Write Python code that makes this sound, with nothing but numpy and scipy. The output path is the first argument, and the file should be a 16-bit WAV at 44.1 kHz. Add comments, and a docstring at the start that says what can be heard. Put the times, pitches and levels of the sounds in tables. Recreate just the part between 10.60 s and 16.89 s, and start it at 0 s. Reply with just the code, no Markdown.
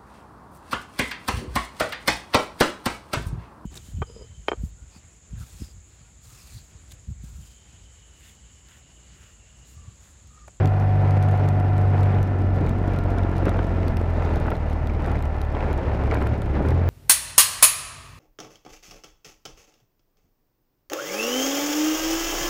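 """Motorcycle on a country road

From the rider's seat, the microphone just behind the windscreen: the bike cruises, slows with the
throttle closed, and after a blip pulls again. Gusts tumble over the microphone, which crackles faintly;
an arm's length ahead, bumps in the patched road shake the fairing and its loose fittings. From below,
the valve gear clatters, a gear whine slides with the revs and the exhaust drones with throttle and revs."""
import sys
import numpy as np
from scipy import signal
from scipy.fft import rfft, irfft, next_fast_len
from scipy.io import wavfile

SR = 44100
rng = np.random.default_rng(int(sys.argv[2]) if len(sys.argv) > 2 else 0)


def int16_out(signal):
    """Quantize to a 16-bit WAV file."""
    q = np.round(np.clip(np.atleast_2d(signal).T, -1, 1) * 32767)
    wavfile.write(sys.argv[1], SR, q.astype(np.int16))


N = 277389
CRUISE_SPEED = 49  # crank turns per s


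def from_db(db):
    """Decibels to gain."""
    return 10 ** (np.asarray(db) / 20)


def unit_rms(x):
    """Scale to rms 1."""
    return x / np.sqrt(np.mean(x ** 2) + 1e-20)


def curve(rows):
    """Join (time, value) points into a value at every sample."""
    return np.interp(np.arange(N) / SR, *np.transpose(rows))


def butter(x, hz, kind):
    """Second-order Butterworth filter."""
    return signal.sosfilt(signal.butter(2, hz, kind, fs=SR, output="sos"), x + 1e-18)


def drift(rate):
    """Smooth random wander with spread 1, changing about rate times a second."""
    step, settle = 40, 2000
    pole = np.exp(-2 * np.pi * rate * step / SR)
    noise = rng.standard_normal(N // step + settle + 2)
    slow = signal.lfilter([1], [1, -2 * pole, pole ** 2], noise)[settle:]
    return np.interp(np.arange(N) / step, np.arange(len(slow)), unit_rms(slow))


def resonate(x, hz, width):
    """Two-pole resonance with gain 1 at its peak."""
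    r = np.exp(-np.pi * width / SR)
    poles = [1, -2 * r * np.cos(2 * np.pi * hz / SR), r * r]
    return signal.lfilter(np.array([1, 0, -1]) * (1 - r * r) / 2, poles, x)


def colour(x, spectrum):
    """Filter by a smooth spectrum that falls 20 dB per octave beyond its ends; rms 1."""
    hz, db = np.transpose(spectrum)
    size = next_fast_len(N)
    octave = np.log2(np.maximum(np.arange(size // 2 + 1) * SR / size, 1))
    points = np.log2(hz)
    outside = np.abs(octave - np.clip(octave, points[0], points[-1]))
    gain = from_db(np.interp(octave, points, db) - 20 * outside)
    return unit_rms(irfft(rfft(x, size) * gain, size)[:N])


def grains(per_s, spread_db):
    """Clicks at random moments, a few much larger than the rest."""
    return (rng.random(N) < per_s / SR) * from_db(spread_db * np.minimum(rng.exponential(1, N), 3))


def swell(start_s, length_s, attack_s=.027, release_s=.069):
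    """Attack, hold and release, from 0 to at most 1 and back."""
    t = np.arange(N) / SR - start_s
    return np.clip(np.minimum(t / attack_s, 1 - (t - length_s) / release_s), 0, 1)


def turbulence(spectrum, swirl_db, eddies_per_s, eddy_db, spread_db):
    """Smooth flow noise plus brief suctions as single eddies pass; rms 1."""
    eddies = unit_rms(butter(grains(eddies_per_s, spread_db), 7, "high"))
    flow = rng.standard_normal(N) - from_db(eddy_db) * eddies
    return colour(flow * from_db(swirl_db), spectrum)


# The loudest crackles, in the microphone itself: (time [s], relative level [dB])
MIC_CRACKLES = [(0.057, -33.5), (0.0736, -39), (0.1994, -44), (0.5087, -38.5), (0.6263, -35.5),
                (0.6873, -43), (0.7125, -41.5), (0.888, -35.5), (1.0002, -42), (1.1802, -40.5),
                (1.2152, -44), (1.408, -42), (1.432, -37.5), (1.6292, -37.5), (2.0643, -42), (2.0934, -38),
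                (2.279, -43), (2.388, -37.5), (2.5843, -37.5), (2.6342, -44), (2.7811, -38), (2.8552, -37),
                (2.8935, -35.5), (3.0684, -44), (3.2817, -35), (3.3699, -34.5), (3.652, -45), (3.7584, -38),
                (3.8004, -39), (3.9038, -36.5), (4.0986, -44), (4.2718, -38), (4.2946, -57), (4.4612, -39),
                (4.5163, -42), (4.59, -44), (4.6244, -36.5), (4.6536, -45), (4.816, -34.5), (4.8499, -49),
                (5.1295, -37.5), (5.1774, -45), (5.5444, -35), (5.6136, -46), (5.6244, -38.5), (5.659, -48),
                (5.6714, -35.5), (5.8191, -36), (6.0666, -46), (6.0863, -37.5), (6.1063, -38)]
def crackle(length_s, burst_db, ticks_per_s, tick_db):
    """Bursts of tiny pressure steps and bunches of faint ticks, coloured by the microphone port."""
    s, db = np.transpose(MIC_CRACKLES)
    onsets = np.zeros(N)
    onsets[np.round(s * SR).astype(int)] = from_db(db)
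    gate = signal.lfilter(np.ones(int(length_s * SR) + 1), [1], onsets)
    steps = from_db(burst_db) * gate * rng.standard_normal(N)
    ticks = from_db(tick_db) * grains(ticks_per_s * from_db(2 * drift(3)), spread_db=3)
    pressure = butter(np.cumsum(steps + ticks), 2000, "high")
    return pressure + .5 * resonate(pressure, hz=3500, width=490)


# Rush and hiss of air and tyres, all around the seat: (frequency [Hz], relative level [dB])
RUSH_SPECTRUM = [(250, -13), (420, 2), (600, -1), (800, -2.5), (1100, -9), (1450, -10.5), (1800, -16),
                 (2300, -17), (3000, -30.5), (4500, -51)]
HISS_SPECTRUM = [(1800, 6), (2800, 5.5), (3600, 3), (5000, -2), (7000, -10), (9000, -20), (12000, -21.5),
                 (16000, -38)]
# Gusts off the windscreen: (start [s], length [s], rise of the rush [dB], rise of the hiss [dB])
WINDSCREEN_GUSTS = [(-.03, 0.032, 13.5, 6.8), (0.368, 0.48, 4.5, 2.6), (1.114, 0.15, 1.5, .5),
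                    (1.3, 0.26, 6, 2.3), (1.95, 0.12, 5, 3.2), (2.212, 0.16, 5, 2.3), (2.466, 0.26, 5, 1.1),
                    (2.753, 0.55, 3, 3.5), (3.53, 0.25, 5.5, 5.6), (4.38, 0.16, 5.5, 2.4),
                    (4.941, 0.17, 9, 5), (5.163, 0.578, 6, 3.3), (5.917, 0.2, 6.5, 2.6),
                    (6.143, 0.16, 5.5, 2.3)]
def airflow(revs_octaves, swirl, rush_db, hiss_db, db_per_octave):
    """Rush and hiss flutter in the windscreen's wake, rise with each gust and ease as the revs fall."""
    rises = [np.outer(rises_db, swell(s, length)) for s, length, *rises_db in WINDSCREEN_GUSTS]
    rush_rise_db, hiss_rise_db = np.max(rises, axis=0)
    rush = turbulence(RUSH_SPECTRUM, 1.21 * swirl, eddies_per_s=400, eddy_db=-5, spread_db=6.5)
    hiss = colour(rng.standard_normal(N) * from_db(2 * swirl), HISS_SPECTRUM)
    air = rush * from_db(rush_db + rush_rise_db) + hiss * from_db(hiss_db + hiss_rise_db)
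    return air * from_db(db_per_octave * revs_octaves + .5 * drift(5.1))


# Deep rumble and buffeting, right on the microphone: (frequency [Hz], relative level [dB])
RUMBLE_SPECTRUM = [(18, 4), (35, -2), (70, 4), (140, 3.5), (190, -7.5), (300, -30)]
BUFFET_SPECTRUM = [(110, -12.5), (190, -0.5), (300, -1), (450, -8), (700, -27.5), (1200, -37)]
# Strength of the buffeting behind the windscreen: (time [s], relative level [dB])
WAKE_STRENGTH = [(0.0, -25.5), (0.14, -35.5), (1.7, -30), (2.0, -30.5), (2.01, -25.5), (2.31, -35),
                 (2.38, -31.5), (2.73, -34), (2.79, -31.5), (3.35, -30.5), (3.43, -36.5), (3.78, -30.5),
                 (4.01, -37.5), (4.57, -31.5), (4.64, -36.5), (4.92, -39), (5.1, -28.5), (5.17, -35),
                 (5.62, -29), (5.87, -33.5), (6.01, -26), (6.25, -33.5), (6.29, -27)]
def buffeting(swirl, buffet_db, rumble_db, rumble_follows):
    """The windscreen's wake buffets the microphone; a deep rumble follows a share of its swings."""
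    wake_db = curve(WAKE_STRENGTH)
    swing_db = rumble_follows * (wake_db - wake_db.mean())
    rumble = colour(rng.standard_normal(N), RUMBLE_SPECTRUM)
    buffet = turbulence(BUFFET_SPECTRUM, 1.63 * swirl, eddies_per_s=220, eddy_db=-6, spread_db=7)
    return rumble * from_db(rumble_db + swing_db) + buffet * from_db(buffet_db + wake_db)


# Hard slaps of wind on the microphone: (time [s], peak level [dB], pitch [Hz])
WIND_SLAPS = [(0.121, -23, 700), (0.741, -18, 780), (1.719, -22.5, 650), (2.458, -21, 650),
              (3.413, -19, 450), (3.583, -22, 620), (4.949, -22, 900), (6.005, -16.5, 600)]
def slaps(cycles, rise_s):
    """A large eddy sucks at the microphone, then swings back and dies within a few cycles."""
    out, t = np.zeros(N + SR), np.arange(SR // 30) / SR
    for s, db, hz in WIND_SLAPS:
        eddy = -(1 - np.exp(-t / rise_s)) * np.exp(-t * hz / cycles) * np.sin(2 * np.pi * hz * t)
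        out[int(s * SR):int(s * SR) + len(t)] += from_db(db) * eddy / np.abs(eddy).max()
    return out[:N]


# Bumps in the road, as the front wheel meets them: (time [s], relative level [dB])
ROAD_BUMPS = [(2.85, -32), (3.85, -31), (4.44, -29.5), (5.506, -27), (5.939, -23.5), (6.034, -38)]
# The shaken fairing, an arm's length ahead: (frequency [Hz], relative level [dB])
FAIRING_SPECTRUM = [(220, 1), (420, 8.5), (800, -3), (1500, -4), (2400, -17), (4000, -28)]
REAR_WHEEL_LAG_S, REAR_WHEEL_DB = .041, -12
def jolts(length_s, release_s, contacts_per_s):
    """Both wheels cross each bump and set the fairing panels crunching against their mounts."""
    contacts = grains(contacts_per_s, spread_db=3) * rng.choice([-1, 1], N)
    wheels = [(0, 0), (REAR_WHEEL_LAG_S, REAR_WHEEL_DB)]
    shaking = sum(from_db(db + wheel_db) * swell(s + lag_s, length_s, release_s=release_s)
                  for s, db in ROAD_BUMPS for lag_s, wheel_db in wheels)
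    return colour(contacts, FAIRING_SPECTRUM) * shaking


# Small loose parts in the fairing: (frequency [Hz], width [Hz], relative level [dB])
SMALL_PART_MODES = [(1800, 200, 1), (2250, 250, 1), (2900, 350, -5), (3700, 400, -8), (5200, 700, -14)]
def chatter(contacts_per_s, spread_db, level_db, stirred_db):
    """Small parts tick at random, harder in each gust and after each bump."""
    gusts = [swell(s, length) for s, length, *_ in WINDSCREEN_GUSTS]
    bumps = [swell(s, 2 * REAR_WHEEL_LAG_S) for s, _ in ROAD_BUMPS]
    stirred = np.max(gusts + bumps, axis=0)
    ticks = np.zeros(N)
    for hz, width, db in SMALL_PART_MODES:
        contacts = grains(contacts_per_s, spread_db) + 1e-18 * rng.standard_normal(N)
        ticks += from_db(db) * unit_rms(resonate(contacts, hz, width))
    return from_db(level_db + stirred_db * stirred) * unit_rms(ticks)


# Loose fittings just ahead of the microphone: (time [s], relative level [dB], ring [Hz])
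FITTING_RATTLES = [(1.5853, -40, 2800), (2.7616, -36, 2400), (2.8599, -34, 2600), (2.881, -34, 1700),
                   (2.940, -41, 5000), (2.990, -39, 3000), (3.2311, -37, 2300), (3.9539, -40, 4000),
                   (4.2972, -37, 2300), (4.3485, -37, 2140), (4.4437, -31.5, 2140), (4.4957, -36, 2140),
                   (4.555, -35, 2140), (4.949, -39, 3200), (5.0055, -34, 2500), (5.5119, -26, 2200),
                   (5.5368, -36, 2140), (5.5695, -32, 2300), (5.7339, -41, 2600), (5.952, -35, 2140)]
def rattles(decay_s, dull_hz, width_hz, ring_db, click_db):
    """Each contact clicks and briefly rings its loose fitting."""
    out, t = np.zeros(N + SR), np.arange(SR // 10) / SR
    for s, db, ring_hz in FITTING_RATTLES:
        contact = butter(from_db(db) * np.exp(-t / decay_s) * rng.standard_normal(len(t)), dull_hz, "low")
        ring = from_db(ring_db) * resonate(contact, ring_hz, width_hz)
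        click = from_db(click_db) * resonate(contact, hz=3500, width=3000)
        out[int(s * SR):int(s * SR) + len(t)] += ring + click
    return out[:N]


# The fairing hits its mounts over the bumps, close by: (time [s], peak level [dB], brightness [Hz])
FAIRING_KNOCKS = [(2.828, -15.5, 900), (2.861, -20, 2500), (2.867, -13.5, 700), (2.874, -19, 1500),
                  (2.881, -15, 2000), (2.889, -19, 1600), (2.917, -22, 1200), (2.941, -23, 2000),
                  (2.961, -19, 900), (2.990, -18, 1200), (3.858, -21, 1500), (3.880, -15, 1400),
                  (3.917, -18, 2400), (3.934, -22, 1100), (4.472, -22, 1000), (5.519, -18, 2200),
                  (5.526, -17, 700), (5.539, -19, 2400), (5.552, -19, 1900), (5.617, -20, 1800),
                  (5.667, -21, 1700), (6.050, -21, 2200)]
# Resonances of its panels: (frequency [Hz], width [Hz], relative level [dB])
PANEL_MODES = [(342, 180, 6), (574, 230, 0), (907, 140, -6), (1250, 260, -1.5), (1510, 83, -18.5),
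               (2120, 120, -24)]
def knocks(contact_s, grit, mount_hz, scatter_db, detune):
    """Each knock is a push and a short scrape that ring the panels, a little differently each time."""
    out, t = np.zeros(N + SR), np.arange(SR // 10) / SR
    for s, db, bright_hz in FAIRING_KNOCKS:
        push = signal.unit_impulse(len(t))
        scrape = grit * np.exp(-t / contact_s) * rng.standard_normal(len(t))
        contact = butter(butter(scrape - push, bright_hz, "low"), mount_hz, "low")
        ring = np.zeros(len(t))
        for hz, width, mode_db in PANEL_MODES:
            gain = from_db(mode_db + scatter_db * rng.standard_normal())
            ring += gain * resonate(contact, hz * (1 + detune * rng.uniform(-1, 1)), width)
        out[int(s * SR):int(s * SR) + len(t)] += from_db(db) * ring / np.abs(ring).max()
    return out[:N]


# The main gear whine, from below the seat: (time [s], level [dB])
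WHINE_LEVEL = [(0, -41), (.3, -39.5), (1.38, -40), (1.6, -52), (2.55, -48), (3.0, -58), (3.45, -56),
               (3.57, -40), (4.0, -52), (4.85, -49), (5.05, -41), (5.5, -40), (5.65, -52)]
# Gear and chain tones: (order [cycles per crank turn], relative level [dB])
GEAR_ORDERS = [(4, -8), (5, -10), (11.5, -12), (13.17, -10), (16.5, -16), (17.5, -15), (36, -22)]
def gears(turns, tones_db, teeth_per_turn, flutter_db, waver_db, backlash_rad):
    """Meshing teeth sing at multiples of the crank speed; backlash blurs them."""
    mesh = 2 * np.pi * teeth_per_turn * turns + backlash_rad * drift(22)
    # The gear cover rings when the octave of the whine slides through its resonance.
    cover = from_db(-46) * resonate(np.sin(2 * mesh), hz=1392, width=16)
    whine = from_db(curve(WHINE_LEVEL)) * np.sin(mesh) + cover
    tones = np.zeros(N)
    for order, db in GEAR_ORDERS:
        gain = from_db(db + waver_db * drift(2.1))
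        tones += gain * np.sin(2 * np.pi * order * turns + backlash_rad * drift(9.9))
    return np.sqrt(2) * (from_db(flutter_db * drift(12)) * whine + from_db(tones_db) * tones)


def drive_thump(at_s, peak_db, length_s):
    """As the throttle snaps shut, the slack of the drive is taken up in one soft push."""
    return from_db(peak_db) * np.exp(-(2 * (np.arange(N) / SR - at_s) / length_s) ** 2)


# Clatter of the engine, about a metre below the microphone: (time [s], level [dB])
CLATTER_LEVEL = [(0, -35.5), (1.45, -36.5), (1.8, -38.5), (2.5, -39.5), (3.2, -36.5), (4.1, -38),
                 (5.4, -37.5), (6.29, -42)]
# Resonances of its casing: (frequency [Hz], width [Hz], relative level [dB])
CASING_MODES = [(512, 118, -1.5), (638, 131, 4.5), (814, 143, 2), (985, 112, -2), (1361, 162, -6.5),
                (1762, 69, -6.5), (2016, 80, -10.5), (2474, 88, -16), (2760, 190, -21)]
def clatter(turns, uneven, noise, count=20):
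    """Valves, pistons and cam chain knock at the same angles every two turns and ring the casing."""
    angles = (np.arange(count) + rng.random(count)) / count
    impacts = np.zeros(N)
    for angle, sign in zip(angles, rng.choice([-1, 1], count)):
        at = np.flatnonzero(np.diff(np.floor(turns / 2 + angle)))
        impacts[at] += sign * (1 + uneven * rng.standard_normal(len(at)))
    force = unit_rms(impacts) + noise * rng.standard_normal(N)
    casing = sum((-1) ** k * from_db(db) * resonate(force, hz, width)
                 for k, (hz, width, db) in enumerate(CASING_MODES))
    return from_db(curve(CLATTER_LEVEL)) * unit_rms(casing)


# Pops in the muffler, behind the seat: (frequency [Hz], relative level [dB])
BURBLE_SPECTRUM = [(110, -15.5), (175, -0.5), (240, -2.5), (340, -7), (480, -21)]
def burble(turns, revs_octaves, overrun, level_db, db_per_octave, uneven_db):
    """With the throttle closed the firings turn into uneven soft pops, strongest at high revs."""
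    firings = np.diff(np.floor(turns), prepend=0)
    strength = from_db(uneven_db * np.clip(rng.standard_normal(N), -2, 2))
    pops = colour(firings * strength, BURBLE_SPECTRUM)
    return pops * overrun * from_db(level_db + db_per_octave * revs_octaves)


# The exhaust, low behind the microphone; the half orders make it lope at low revs:
# (order [cycles per crank turn], coasting level [dB], added by throttle [dB], slope [dB/octave of revs])
EXHAUST_ORDERS = [(.5, -47, -6.5, -16), (1, -26.5, -8.5, 6), (2, -22.7, 4.1, 8.5), (2.5, -49, -6, -19),
                  (3, -38.5, 11, -3)]
# The drone sags briefly: (time [s], half length [s], depth [dB])
DRONE_SAGS = [(1.72, .12, 5), (2.15, .12, 3), (2.36, .05, 4), (2.72, .06, 3), (3.95, .05, 6),
              (5.22, .05, 3), (5.78, .05, 4)]
def exhaust(turns, revs_octaves, throttle, rough_db):
    """The muffler leaves a few low orders of the firing beats, their levels set by throttle and revs."""
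    # Coasting, strong and weak beats alternate; under load they even out in strength
    # and differ in spacing, so the odd orders move a quarter cycle ahead.
    lead = np.pi / 2 * np.clip(2 * throttle, 0, 1)
    drone, t = np.zeros(N), np.arange(N) / SR
    for order, db, throttle_db, db_per_octave in EXHAUST_ORDERS:
        level_db = db + throttle_db * throttle + db_per_octave * revs_octaves + rough_db * drift(34)
        phase = 2 * np.pi * order * turns + lead * (order % 2 == 1)
        drone += from_db(level_db) * np.sqrt(2) * np.cos(phase)
    sag_db = sum(db * np.clip(1 - np.abs(t - s) / half_s, 0, 1) for s, half_s, db in DRONE_SAGS)
    return drone * from_db(-sag_db)


# The crankshaft: (time [s], speed [turns/s])
CRANK_SPEED = [(0.0, 49.4), (.25, 49.3), (1.1, 48.6), (1.62, 48.2), (1.78, 47.2), (1.99, 46.9),
               (2.05, 42.6), (2.1, 42.8), (2.16, 48.2), (2.31, 46.4), (3.01, 44.7), (3.41, 42.8),
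               (3.96, 38.8), (4.41, 37.2), (5.0, 36.0), (5.5, 35.2), (5.62, 34.1), (5.73, 37.5),
               (5.85, 33.7), (6.01, 34.2), (6.11, 40.6), (6.17, 43.6), (6.29, 43.3)]
# The rider holds, rolls off, coasts, blips, opens again: (time [s], throttle [0 closed, 1 cruising])
THROTTLE_OPENING = [(0, 1.15), (.17, .85), (.53, 1.25), (.86, 1.05), (1.02, .8), (1.38, 1.2), (1.6, .75),
                    (1.85, .55), (2.04, .05), (5.1, 0), (5.55, .45), (5.67, 1.1), (5.8, .15), (5.98, .5),
                    (6.12, 1.05), (6.29, .85)]
def scene():
    """Engine, wind and fairing at one microphone, riding along behind the windscreen."""
    speed, throttle = curve(CRANK_SPEED), curve(THROTTLE_OPENING)
    revs_octaves = np.log2(speed / CRUISE_SPEED)
    overrun = np.clip(1 - throttle, 0, 1)
    turns = 1 / 8 + np.cumsum(speed * (1 + .001 * drift(12))) / SR
    engine = exhaust(turns, revs_octaves, throttle, rough_db=.3)
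    engine += drive_thump(at_s=2.091, peak_db=-13, length_s=.005)
    engine += burble(turns, revs_octaves, overrun, level_db=-31.5, db_per_octave=24, uneven_db=4)
    engine += clatter(turns, uneven=.44, noise=.67)
    tones_db = curve(CLATTER_LEVEL) - 7 * overrun  # unloaded gears sing more softly
    engine += gears(turns, tones_db, teeth_per_turn=15, flutter_db=.7, waver_db=2, backlash_rad=.4)
    swirl = drift(92)  # buffeting, rush and hiss flutter together
    wind = buffeting(swirl, buffet_db=-1, rumble_db=-30, rumble_follows=.86)
    wind += airflow(revs_octaves, swirl, rush_db=-39, hiss_db=-58.5, db_per_octave=1)
    wind += slaps(cycles=.9, rise_s=.0005)
    fairing = jolts(length_s=.011, release_s=.039, contacts_per_s=1500)
    fairing += knocks(contact_s=.005, grit=.35, mount_hz=2800, scatter_db=3, detune=.1)
    fairing += rattles(decay_s=.003, dull_hz=4200, width_hz=200, ring_db=18, click_db=-5)
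    fairing += chatter(contacts_per_s=28, spread_db=3.5, level_db=-60.5, stirred_db=4)
    microphone = crackle(length_s=.0016, burst_db=-4, ticks_per_s=14, tick_db=-36)
    return (microphone + wind + fairing + engine)[None]


def record(dry):
    """The recorder cuts the deepest rumble and the highest treble."""
    treble_cut = signal.cheby2(14, 70, 16200, fs=SR, output="sos")
    return signal.sosfilt(treble_cut, butter(dry, 16, "high"))


dry = scene()
out = record(dry)
int16_out(out)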